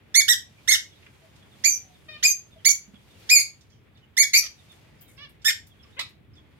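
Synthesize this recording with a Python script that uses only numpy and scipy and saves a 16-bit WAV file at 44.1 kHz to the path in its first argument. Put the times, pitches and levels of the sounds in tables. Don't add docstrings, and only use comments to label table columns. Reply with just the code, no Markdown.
import sys
import numpy as np
from scipy import signal
from scipy.fft import rfft, irfft, next_fast_len
from scipy.io import wavfile
from scipy.ndimage import uniform_filter1d, minimum_filter1d

SR = 44100
rng = np.random.default_rng(int(sys.argv[2]) if len(sys.argv) > 2 else 0)


def gain_from_db(level_db):
    decades = np.asarray(level_db, float) / 20
    return 10 ** decades


def wav_record(signal):
    frames = np.transpose(np.atleast_2d(signal))
    bounded = np.clip(frames, -1, 1)
    quanta = np.round(bounded * 32767).astype(np.int16)
    wavfile.write(sys.argv[1], SR, quanta)


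N = 290619


def rms_one(x):
    return x / np.sqrt(np.mean(x ** 2) + 1e-20)


def at_hz(points, hz):
    table = np.array(points)
    return np.interp(np.log(hz), np.log(table[:, 0]), table[:, 1])


def filtered(x, order, edges_hz, kind):
    return signal.sosfilt(signal.butter(order, edges_hz, kind, fs=SR, output="sos"), x)


def white(size):
    return rng.standard_normal(max(size, SR // 3))[:size]


def drift(rate_hz, size):
    r = np.exp(-2 * np.pi * rate_hz / SR)
    settle = 4000
    return rms_one(signal.lfilter([1], [1, -2 * r, r * r], white(size + settle))[settle:])


def sampled(rows):
    time_s, *columns = np.transpose(rows)
    start = int(time_s[0] * SR)
    t = np.arange(start, int(time_s[-1] * SR)) / SR
    return start, [np.interp(t, time_s, column) for column in columns]


def add(out, start, x, pan_db):
    x = x * signal.windows.tukey(len(x), min(1, 260 / len(x)))
    x = x[:N - start]
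    out[:, start:start + len(x)] += x * gain_from_db(np.array([[pan_db / 2], [-pan_db / 2]]))


def stack(pitch_hz, partial_db, rough, count):
    size = len(pitch_hz)
    phase = 2 * np.pi * np.cumsum(pitch_hz * (1 + 0.13 * rough * drift(280, size))) / SR
    wave, power = 0, 1e-20
    for k in range(1, count + 1):
        gain = gain_from_db(partial_db(k, k * pitch_hz)) * (k * pitch_hz < .4 * SR)
        flutter = 1 + rough * drift(300, size)
        wave = wave + gain * flutter * np.sin(k * phase + k * k)
        power = power + gain ** 2 / 2
    return wave / np.sqrt(power)


REST_HZ, LEAP_CURVE, TAIL_SAG_HZ_PER_S = 1560, 1.45, 1800
TENSE_HZ, TENSE_ONSET_S = 2002, 0.006
ONSET_DB, ONSET_S, ONSET_MUTE_DB = 23, 0.0073, -1.5
DROP_LOSS_DB_PER_OCTAVE, DROP_HOARSE, STEADY_MUTE_DB = 25, 0.14, 8.5


def gesture(tense, climb_hz_per_s, length_s, top_hz, end_hz, level_db,
            leap_s, turn_s, fall_s, fade_db, mute_db):
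    t = np.arange(int(length_s * SR)) / SR
    dropped = np.clip((t - turn_s) / fall_s, 0, 1)
    slack = np.exp(-max(mute_db, 0) / STEADY_MUTE_DB)
    rest_hz, onset_s = (TENSE_HZ, TENSE_ONSET_S) if tense else (REST_HZ, ONSET_S)
    onset = np.exp(-t / onset_s)

    sag_hz = TAIL_SAG_HZ_PER_S * np.maximum(t - turn_s - fall_s, 0)
    drop_hz = (top_hz - end_hz) * dropped ** 1.1 + sag_hz
    leap_hz = (top_hz - rest_hz) * np.exp(-(t / leap_s) ** LEAP_CURVE)
    below_hz = climb_hz_per_s * np.maximum(turn_s - t, 0) * (1 - np.exp(-t / leap_s))
    pitch_hz = top_hz - leap_hz - below_hz - drop_hz

    drop_db = slack * DROP_LOSS_DB_PER_OCTAVE * np.log2(1 - drop_hz / top_hz)
    level_db = level_db - ONSET_DB * onset - fade_db * (t / length_s) ** 1.32 + drop_db
    low_db = -ONSET_MUTE_DB * onset - mute_db * dropped
    return pitch_hz, level_db, low_db, slack * DROP_HOARSE * dropped


# start_s, length_s, top_hz, end_hz, level_db
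CHIRPS = [(0.141, 0.081, 2276, 1737, -16), (0.278, 0.064, 1950, 1540, -12.5),
          (0.674, 0.068, 2185, 1757, -16.5), (0.703, 0.06, 1854, 1560, -20), (1.637, 0.14, 2377, 2136, -16),
          (2.225, 0.099, 2479, 2179, -15), (2.646, 0.073, 2279, 2193, -14), (3.29, 0.1, 2503, 2200, -15.5),
          (4.166, 0.076, 2274, 1662, -17.5), (4.331, 0.066, 2415, 1967, -12.5),
          (5.444, 0.068, 1847, 1505, -18), (5.472, 0.029, 2390, 1843, -22),
          (2.683, 0.038, 2165, 2153, -14.5), (3.386, 0.045, 2540, 2239, -19.5)]
# leap_s, turn_s, fall_s, fade_db, mute_db (low partials, after the drop)
BENDS = [(0.011, .056, 0.013, 4, -1.5), (0.01, .035, .028, 13.5, 4), (0.0096, .042, 0.022, 4.5, 5.5),
         (0.0099, .04, 0.0092, 5.5, 0.5), (0.008, .032, 0.017, 26.5, 30),
         (0.0099, 0.043, 0.0051, 12.5, 26.5), (0.0078, 0.047, 0.024, 18.5, 15.5),
         (.011, .032, .056, 0.5, 5), (.012, 0.054, 0.018, 3, 3.5), (0.009, .04, 0.004, 11.5, 25.5),
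         (0.007, .041, 0.02, 8.5, 2.5), (0.008, 0.013, 0.014, 8.5, 4.5), (0.0056, 0.016, 0.012, 12.5, 4.5),
         (0.0019, .006, 0.02, 15, 2)]
# pan_db (left-right), beak_hz, lift_db, rough (0-1), second_db
PERCH = [(-3, 19000, -3, 0.05, 0), (-2.5, 1300, 4.5, 0.05, 0.5), (-2.5, 6500, 4, 0.01, -0.5),
         (-0.5, 2500, -0.5, 0.2, -2), (-3, 6230, 12.5, 0.13, 3), (1, 6500, 11, 0.07, 7),
         (-5.5, 15750, 16.5, .05, -1), (0, 5480, 7.5, 0.03, 2.5), (-0.5, 6900, 3.5, 0.05, -1),
         (4.5, 4750, 6, 0.16, 5.5), (-0.5, 7930, 11.5, 0.1, -4.5), (9, 4030, -2.4, 0.4, 10),
         (-6.5, 6550, 23, 0.3, -8.5), (2.3, 5800, 7, 0.2, 9)]
# first_db, treble_db (per octave above partial 3), fourth_db, fifth_db, climb_hz_per_s
VOICES = [(1.5, -1.5, -2.9, 2, 2500), (2, 2.5, 3.5, -3.5, 1300), (6, -1.5, 1, 3.5, 810),
          (0, 0, 2.5, -3.3, 2600), (2.5, -2.5, 0.1, -0.2, 350), (3, -2.5, 0.5, -2, 670),
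          (0, -0.5, 0.5, 2.5, 230), (1.5, -8.5, -5, 3, 250), (3, -2.5, -2.5, 2.5, 1600),
          (6, -3.5, -2.5, 1, 4400), (4.5, 0, 2.5, -0.5, 3500), (13.5, -5.5, -4.2, 11.8, 300),
          (-17, -1, 6, -1.8, 300), (-2.5, -2.5, 2.8, 4, 280)]
TENSE = (9, 11, 13)
# multiple, level_db
SYRINX = [(1, -3), (2, -3.5), (3, -2), (4, -9), (5, -17), (6, -21), (7, -24.5), (8, -19), (9, -24.5)]
# freq_hz, gain_db
TRACT = [(1350, -19.5), (1560, -1.5), (2300, -0.5), (3000, 9.5), (4000, -1), (8200, 1), (12700, 9.5),
         (15800, -8)]
FOURTH_PER_MUTE, SIXTH_PER_MUTE = 0.45, 0.27


def chirps():
    out = np.zeros((2, N))
    for i, ((start_s, *call), bend, perch, voice) in enumerate(zip(CHIRPS, BENDS, PERCH, VOICES)):
        pan_db, beak_hz, lift_db, rough, second_db = perch
        first_db, treble_db, fourth_db, fifth_db, climb_hz_per_s = voice
        pitch_hz, level_db, low_db, cracked = gesture(i in TENSE, climb_hz_per_s, *call, *bend)
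        own_db = {1: first_db, 2: second_db, 4: fourth_db - FOURTH_PER_MUTE * bend[-1], 5: fifth_db,
                  6: -SIXTH_PER_MUTE * np.minimum(low_db, 0)}

        def partial_db(k, hz):
            source_db = SYRINX[k - 1][1] + low_db * (k <= 2) + own_db.get(k, 0)
            tilt_db = treble_db * np.log2(max(k / 3, 1))
            beak_db = lift_db * np.exp(-(np.log2(hz / beak_hz) / 0.12) ** 2)
            return source_db + tilt_db + at_hz(TRACT, hz) + beak_db

        size = len(pitch_hz)
        high_noise = filtered(white(size), 3, [7500, 14500], "band")
        hoarse = rough + cracked + .55 * np.exp(-np.arange(size) / (.008 * SR))
        call_wave = stack(pitch_hz, partial_db, hoarse, count=9) + gain_from_db(-20) * high_noise
        add(out, int(start_s * SR), gain_from_db(level_db) * call_wave, pan_db)
    return filtered(out + 1e-18, 6, 1450, "high")


# time_s, pitch_hz, level_db
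NASAL = [
    [(2.082, 625, -52), (2.09, 619, -37.5), (2.102, 619.3, -43.5), (2.17, 600, -44.5)],
    [(4.425, 685, -51), (4.439, 640, -36.5), (4.461, 619, -45.5), (4.47, 547, -29.5)],
    [(5.175, 506, -52), (5.183, 545, -47.5), (5.233, 598.4, -44.5), (5.259, 551, -47.5), (5.275, 540, -73)],
    [(5.965, 485, -50.5), (5.99, 562, -33)],
]
# pan_db (left-right), first_db, treble_db (per octave), rough (0-1)
NASAL_VOICE = [(5, -2.5, -19, 0.049), (-6.5, -8, 21, 0.19), (-1.5, -13.5, -11.5, 0.043),
               (7.5, -3.5, -39, 0.051)]
# freq_hz, gain_db
NASAL_THROAT = [(290, -30), (520, -8.5), (850, -23.5), (1200, -17), (1800, -11.5), (2900, -11),
                (5600, -16.5), (9000, -61.5)]


def nasal_notes():
    out = np.zeros((2, N))
    for rows, (pan_db, first_db, treble_db, rough) in zip(NASAL, NASAL_VOICE):
        start, (pitch_hz, level_db) = sampled(rows)

        def partial_db(k, hz):
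            return at_hz(NASAL_THROAT, hz) + first_db * (k == 1) + treble_db * np.log2(max(k / 6, 1))

        add(out, start, gain_from_db(level_db - 4.5) * stack(pitch_hz, partial_db, rough, count=14), pan_db)
    return out


# time_s, pitch_hz, level_db
SQUAWK = [
    (5.991, 1024, -29.5),
    (5.997, 1030, -29),
    (6.003, 1234, -41),
    (6.015, 1302, -32.5),
    (6.022, 1140, -74),
    (6.035, 1074, -67.5),
]
# freq_hz, gain_db
SQUAWK_THROAT = [(350, -59), (600, -8), (1210, -14.5), (1400, -14), (2190, -4), (2790, -11.5), (3700, 0.5),
                 (5840, -16.5), (15000, -31.5)]


def squawk():
    out = np.zeros((2, N))
    start, (pitch_hz, level_db) = sampled(SQUAWK)
    voice = stack(pitch_hz, lambda k, hz: at_hz(SQUAWK_THROAT, hz), 0.48, count=14)
    add(out, start, gain_from_db(level_db) * voice, -1.5)
    return out


# start_s, level_db, decay_s,
# centre_hz, width_octaves
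RUSTLES = [(1.023, -53, 0.0084, 2290, 0.88), (1.063, -46.5, 0.0049, 1970, 1.03),
           (1.679, -45, 0.0053, 190, 2.4), (2.271, -51, 0.0056, 260, 1.6),
           (2.174, -56.5, 0.025, 3100, 0.65), (3.698, -67.5, 0.043, 5300, 0.48),
           (0.74, -50.5, 0.009, 920, 0.38), (5.457, -54.5, 0.043, 860, 0.66),
           (1.357, -60.5, 0.011, 3000, 2.5), (3.193, -64, 0.01, 7920, 2.9), (3.608, -56.5, 0.01, 4500, 1.1),
           (3.97, -63, 0.014, 3040, 1.3), (4.713, -64, 0.034, 3900, 3), (5.005, -53.5, 0.025, 14800, 0.48),
           (2.94, -55, .006, 1260, 2.6), (2.686, -27, .004, 2000, 2.4), (5.484, -28.5, .003, 4700, 1.9),
           (4.333, -25.5, 0.0088, 5000, 2.3), (5.011, -58.5, 0.011, 3800, 2.4),
           (5.079, -63.5, 0.053, 9000, 1.1), (5.291, -63, 0.013, 11200, 0.79),
           (5.417, -61, 0.033, 3100, 1.8), (5.666, -56.5, 0.013, 8600, 3.1),
           (5.833, -61, 0.026, 2750, 0.93), (6.088, -62.5, 0.013, 7900, 2.3),
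           (6.351, -64.5, 0.027, 3300, 1.4)]


def rustles():
    out = np.zeros((2, N))
    for start_s, level_db, decay_s, centre_hz, width_octaves in RUSTLES:
        t = np.arange(int(4 * decay_s * SR)) / SR
        edges_hz = np.clip(centre_hz * 2 ** (np.array([-.5, .5]) * width_octaves), 100, .45 * SR)
        grains = white(len(t)) * gain_from_db(3 * drift(400, len(t)))
        puff = rms_one(filtered(grains, 2, edges_hz, "band"))
        add(out, int(start_s * SR), gain_from_db(level_db) * puff * np.exp(-t / decay_s), 0)
    return out


# start_s, first_hz, level_db
PEEPS = [(0.625, 3550, -83), (0.91, 3640, -70), (.95, 4020, -71), (1.41, 3580, -70.5), (1.514, 3730, -70),
         (1.937, 3770, -73), (2.516, 3717, -68.5), (2.574, 3340, -67.5), (2.94, 3560, -66.5),
         (3.1, 3750, -72), (3.15, 2940, -72.5), (3.2, 2660, -74), (3.72, 3350, -72.5), (3.95, 3700, -75),
         (4.02, 3130, -71), (4.58, 3820, -70), (4.696, 3760, -64), (5.017, 3360, -68.5), (5.06, 3990, -72),
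         (5.08, 2350, -71), (5.7, 3530, -70), (5.79, 3500, -68), (6.365, 3580, -66)]
PEEP_S, PEEP_SLIDE = .045, .11
# start_s, first_hz, level_db
TICKS = [
    (4.995, 5230, -75),
    (5.171, 5320, -70),
    (5.419, 5520, -71),
    (5.832, 5550, -66),
    (6.338, 5420, -72),
]
TICK_S, TICK_SLIDE = 0.018, 0.112
# start_s, length_s, first_hz, last_hz, level_db
COOS = [(0.06, 0.018, 2340, 2250, -77), (0.567, 0.046, 2300, 2390, -67.5), (1.219, 0.065, 681, 600, -68),
        (1.772, 0.22, 778, 710, -71.5), (2.56, 0.03, 690, 605, -61.5), (2.88, 0.032, 212, 197.6, -53.5),
        (2.94, 0.019, 208.5, 200, -50), (3.951, 0.046, 5160, 2205, -75), (5.85, 0.02, 1210, 1090, -70),
        (5.888, .06, 2600, 3640, -75), (5.921, 0.053, 3590, 3920, -72), (6.377, 0.044, 1100, 985, -79)]


def far_notes():
    out = np.zeros((2, N))
    slides = [(s, PEEP_S, hz, hz * (1 - PEEP_SLIDE), db) for s, hz, db in PEEPS]
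    slides += [(s, TICK_S, hz, hz * (1 - TICK_SLIDE), db) for s, hz, db in TICKS]
    for start_s, length_s, first_hz, last_hz, level_db in slides + list(COOS):
        size = int(length_s * SR)
        pitch_hz = np.linspace(first_hz, last_hz, size) * (1 + 0.02 * drift(250, size))
        whistle = np.hanning(size) ** .5 * np.sin(2 * np.pi * np.cumsum(pitch_hz) / SR)
        add(out, int((start_s - .006) * SR), gain_from_db(level_db + 7) * whistle, 0)
    return out


# freq_hz, left_minus_right_db
PORTS = [(500, -3), (2000, -2.5), (5500, -11), (9000, -4.5), (13000, 12.5)]
# freq_hz, t60_s
ROOM_T60 = [(500, 0.2), (1500, 0.22), (4000, 0.25), (8000, 0.21), (13000, 0.17)]
ROOM_DB, EARLY_DB, PORT_LAG_S = -3, -5, .0001


def room(x):
    t = np.arange(int(.6 * SR)) / SR
    tail = 0
    edges_hz = 125 * 2. ** np.arange(8)
    for low_hz, high_hz in zip(edges_hz, np.append(edges_hz[1:], 19000)):
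        band = filtered(rng.standard_normal((2, len(t))), 2, [low_hz, high_hz], "band")
        tail = tail + band * gain_from_db(-60 * t / at_hz(ROOM_T60, np.sqrt(low_hz * high_hz)))
    tail = tail * (1 - np.exp(-(t / 0.006) ** 2))
    tail = tail / np.sqrt(np.sum(tail ** 2, axis=1, keepdims=True)) * gain_from_db(ROOM_DB)

    early = np.zeros((2, len(t)))
    for side in early:
        delays = (rng.uniform(.0008, .007, 10) * SR).astype(int)
        side[delays] = gain_from_db(EARLY_DB) * rng.uniform(-1, 1, 10)

    size = next_fast_len(N + len(t))
    bins = np.arange(size // 2 + 1)
    colour_db = at_hz(PORTS, bins * SR / size + 1) * [[.5], [-.5]]
    left_only = np.array([[1], [0]])
    lag = np.exp(-2j * np.pi * bins / size * PORT_LAG_S * SR * left_only)
    near = rfft(x, size) * gain_from_db(colour_db) * (1 + rfft(early, size)) * lag
    far = rfft(x.mean(axis=0), size) * rfft(tail, size)
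    return irfft(near + far, size)[:, :N]


# freq_hz, likeness (0-1)
LIKENESS = [(30, 0.92), (90, 0.65), (200, 0.84), (400, 0.082), (1000, 0.21), (4000, 0.055)]


def banded_noise(spectrum):
    out = 0
    edges_hz = 20 * 2 ** np.arange(0, 10, .5)
    gusts_db = 0.95 * drift(27, N)
    sources = rng.standard_normal((2, 2, N))
    for k, (low_hz, high_hz) in enumerate(zip(edges_hz, edges_hz[1:])):
        hz = np.sqrt(low_hz * high_hz)
        if spectrum[0][0] / 1.2 < hz < spectrum[-1][0] * 1.2:
            mid, side = filtered(sources[k % 2], 2, [low_hz, high_hz], "band")
            alike = np.clip(at_hz(LIKENESS, hz), 0, 1)
            gain = gain_from_db(at_hz(spectrum, hz) + 0.76 * drift(5.5, N) + gusts_db)
            out = out + gain * (np.sqrt(1 + alike) * mid + np.sqrt(1 - alike) * side * [[1], [-1]])
    return rms_one(out)


# freq_hz, density_db (per Hz)
HUM = [(13, -45), (22, -32), (69, 2), (93, 3.5), (500, -17.5), (650, -43.5), (1100, -120)]
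HUM_DB, HUM_WANDER_DB, HUM_SWELL_S, HUM_SWELL_DB = -56.5, .8, 4.95, 2


def hum(duck_db):
    t = np.arange(N) / SR
    swell_db = HUM_SWELL_DB * np.clip((t - HUM_SWELL_S) / .5, 0, 1)
    level_db = HUM_DB + HUM_WANDER_DB * drift(1.6, N) + swell_db
    return gain_from_db(level_db + 0.34 * duck_db) * banded_noise(HUM)


# freq_hz, density_db (per Hz)
AIR = [(180, -30.5), (300, -5.5), (883, -12.5), (1400, -14.5), (2100, -12), (3000, -14), (3900, -53.5),
       (6600, -120)]
# freq_hz, density_db (per Hz)
HISS = [(1760, -33.5), (3000, -2), (3610, -1.5), (8930, -10.5), (15000, -13.5), (16200, -21), (16500, -46)]
# time_s, level_db
SWAY = [(0, -11), (.68, 4), (1.49, -3), (1.67, 6), (2.07, -1), (2.92, -2), (3.34, 10), (3.82, -14.5),
        (4.24, -13.5), (4.62, 5), (5.3, -14.5), (5.91, -4), (6.28, -20), (6.59, -9)]
AIR_DB, AIR_FOLLOWS, HISS_DB = -59, 0.31, -64


def air_and_hiss(duck_db):
    sway_db = np.interp(np.arange(N) / SR, *np.transpose(SWAY))
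    air = gain_from_db(AIR_DB + AIR_FOLLOWS * sway_db) * banded_noise(AIR)
    hiss = gain_from_db(HISS_DB + sway_db) * banded_noise(HISS)
    return (air + hiss) * gain_from_db(duck_db)


def ducking(loud):
    level_db = 10 * np.log10(uniform_filter1d(np.mean(loud ** 2, axis=0), 441) + 1e-9)
    ramp_db = 45 * np.arange(N) / SR
    held_db = np.maximum.accumulate(level_db + ramp_db) - ramp_db
    return -.22 * np.maximum(held_db + 40, 0)


def scene():
    birds = room(chirps() + nasal_notes() + squawk() + far_notes() + rustles()) * gain_from_db(0.6)
    duck_db = ducking(birds)
    return birds + hum(duck_db) + air_and_hiss(duck_db)


CEILING = .84


def limiter(x):
    gain = np.minimum(1, CEILING / (np.abs(x).max(axis=0) + 1e-9))
    return x * uniform_filter1d(minimum_filter1d(gain, size=441), size=220)


def top_cut(x):
    return signal.sosfilt(signal.butter(12, 16990, fs=SR, output="sos"), x)


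SELF_NOISE_DB, SELF_NOISE_HZ, TOP_HZ = -77, 10000, 16050


def record(dry):
    x = filtered(limiter(dry), 2, 42, "high")
    x = x + gain_from_db(SELF_NOISE_DB) * filtered(rng.standard_normal((2, N)), 2, SELF_NOISE_HZ, "high")
    x = signal.sosfilt(signal.cheby2(12, 50, TOP_HZ + 560, fs=SR, output="sos"), x)
    return top_cut(x)


dry = scene()
out = record(dry)
wav_record(out)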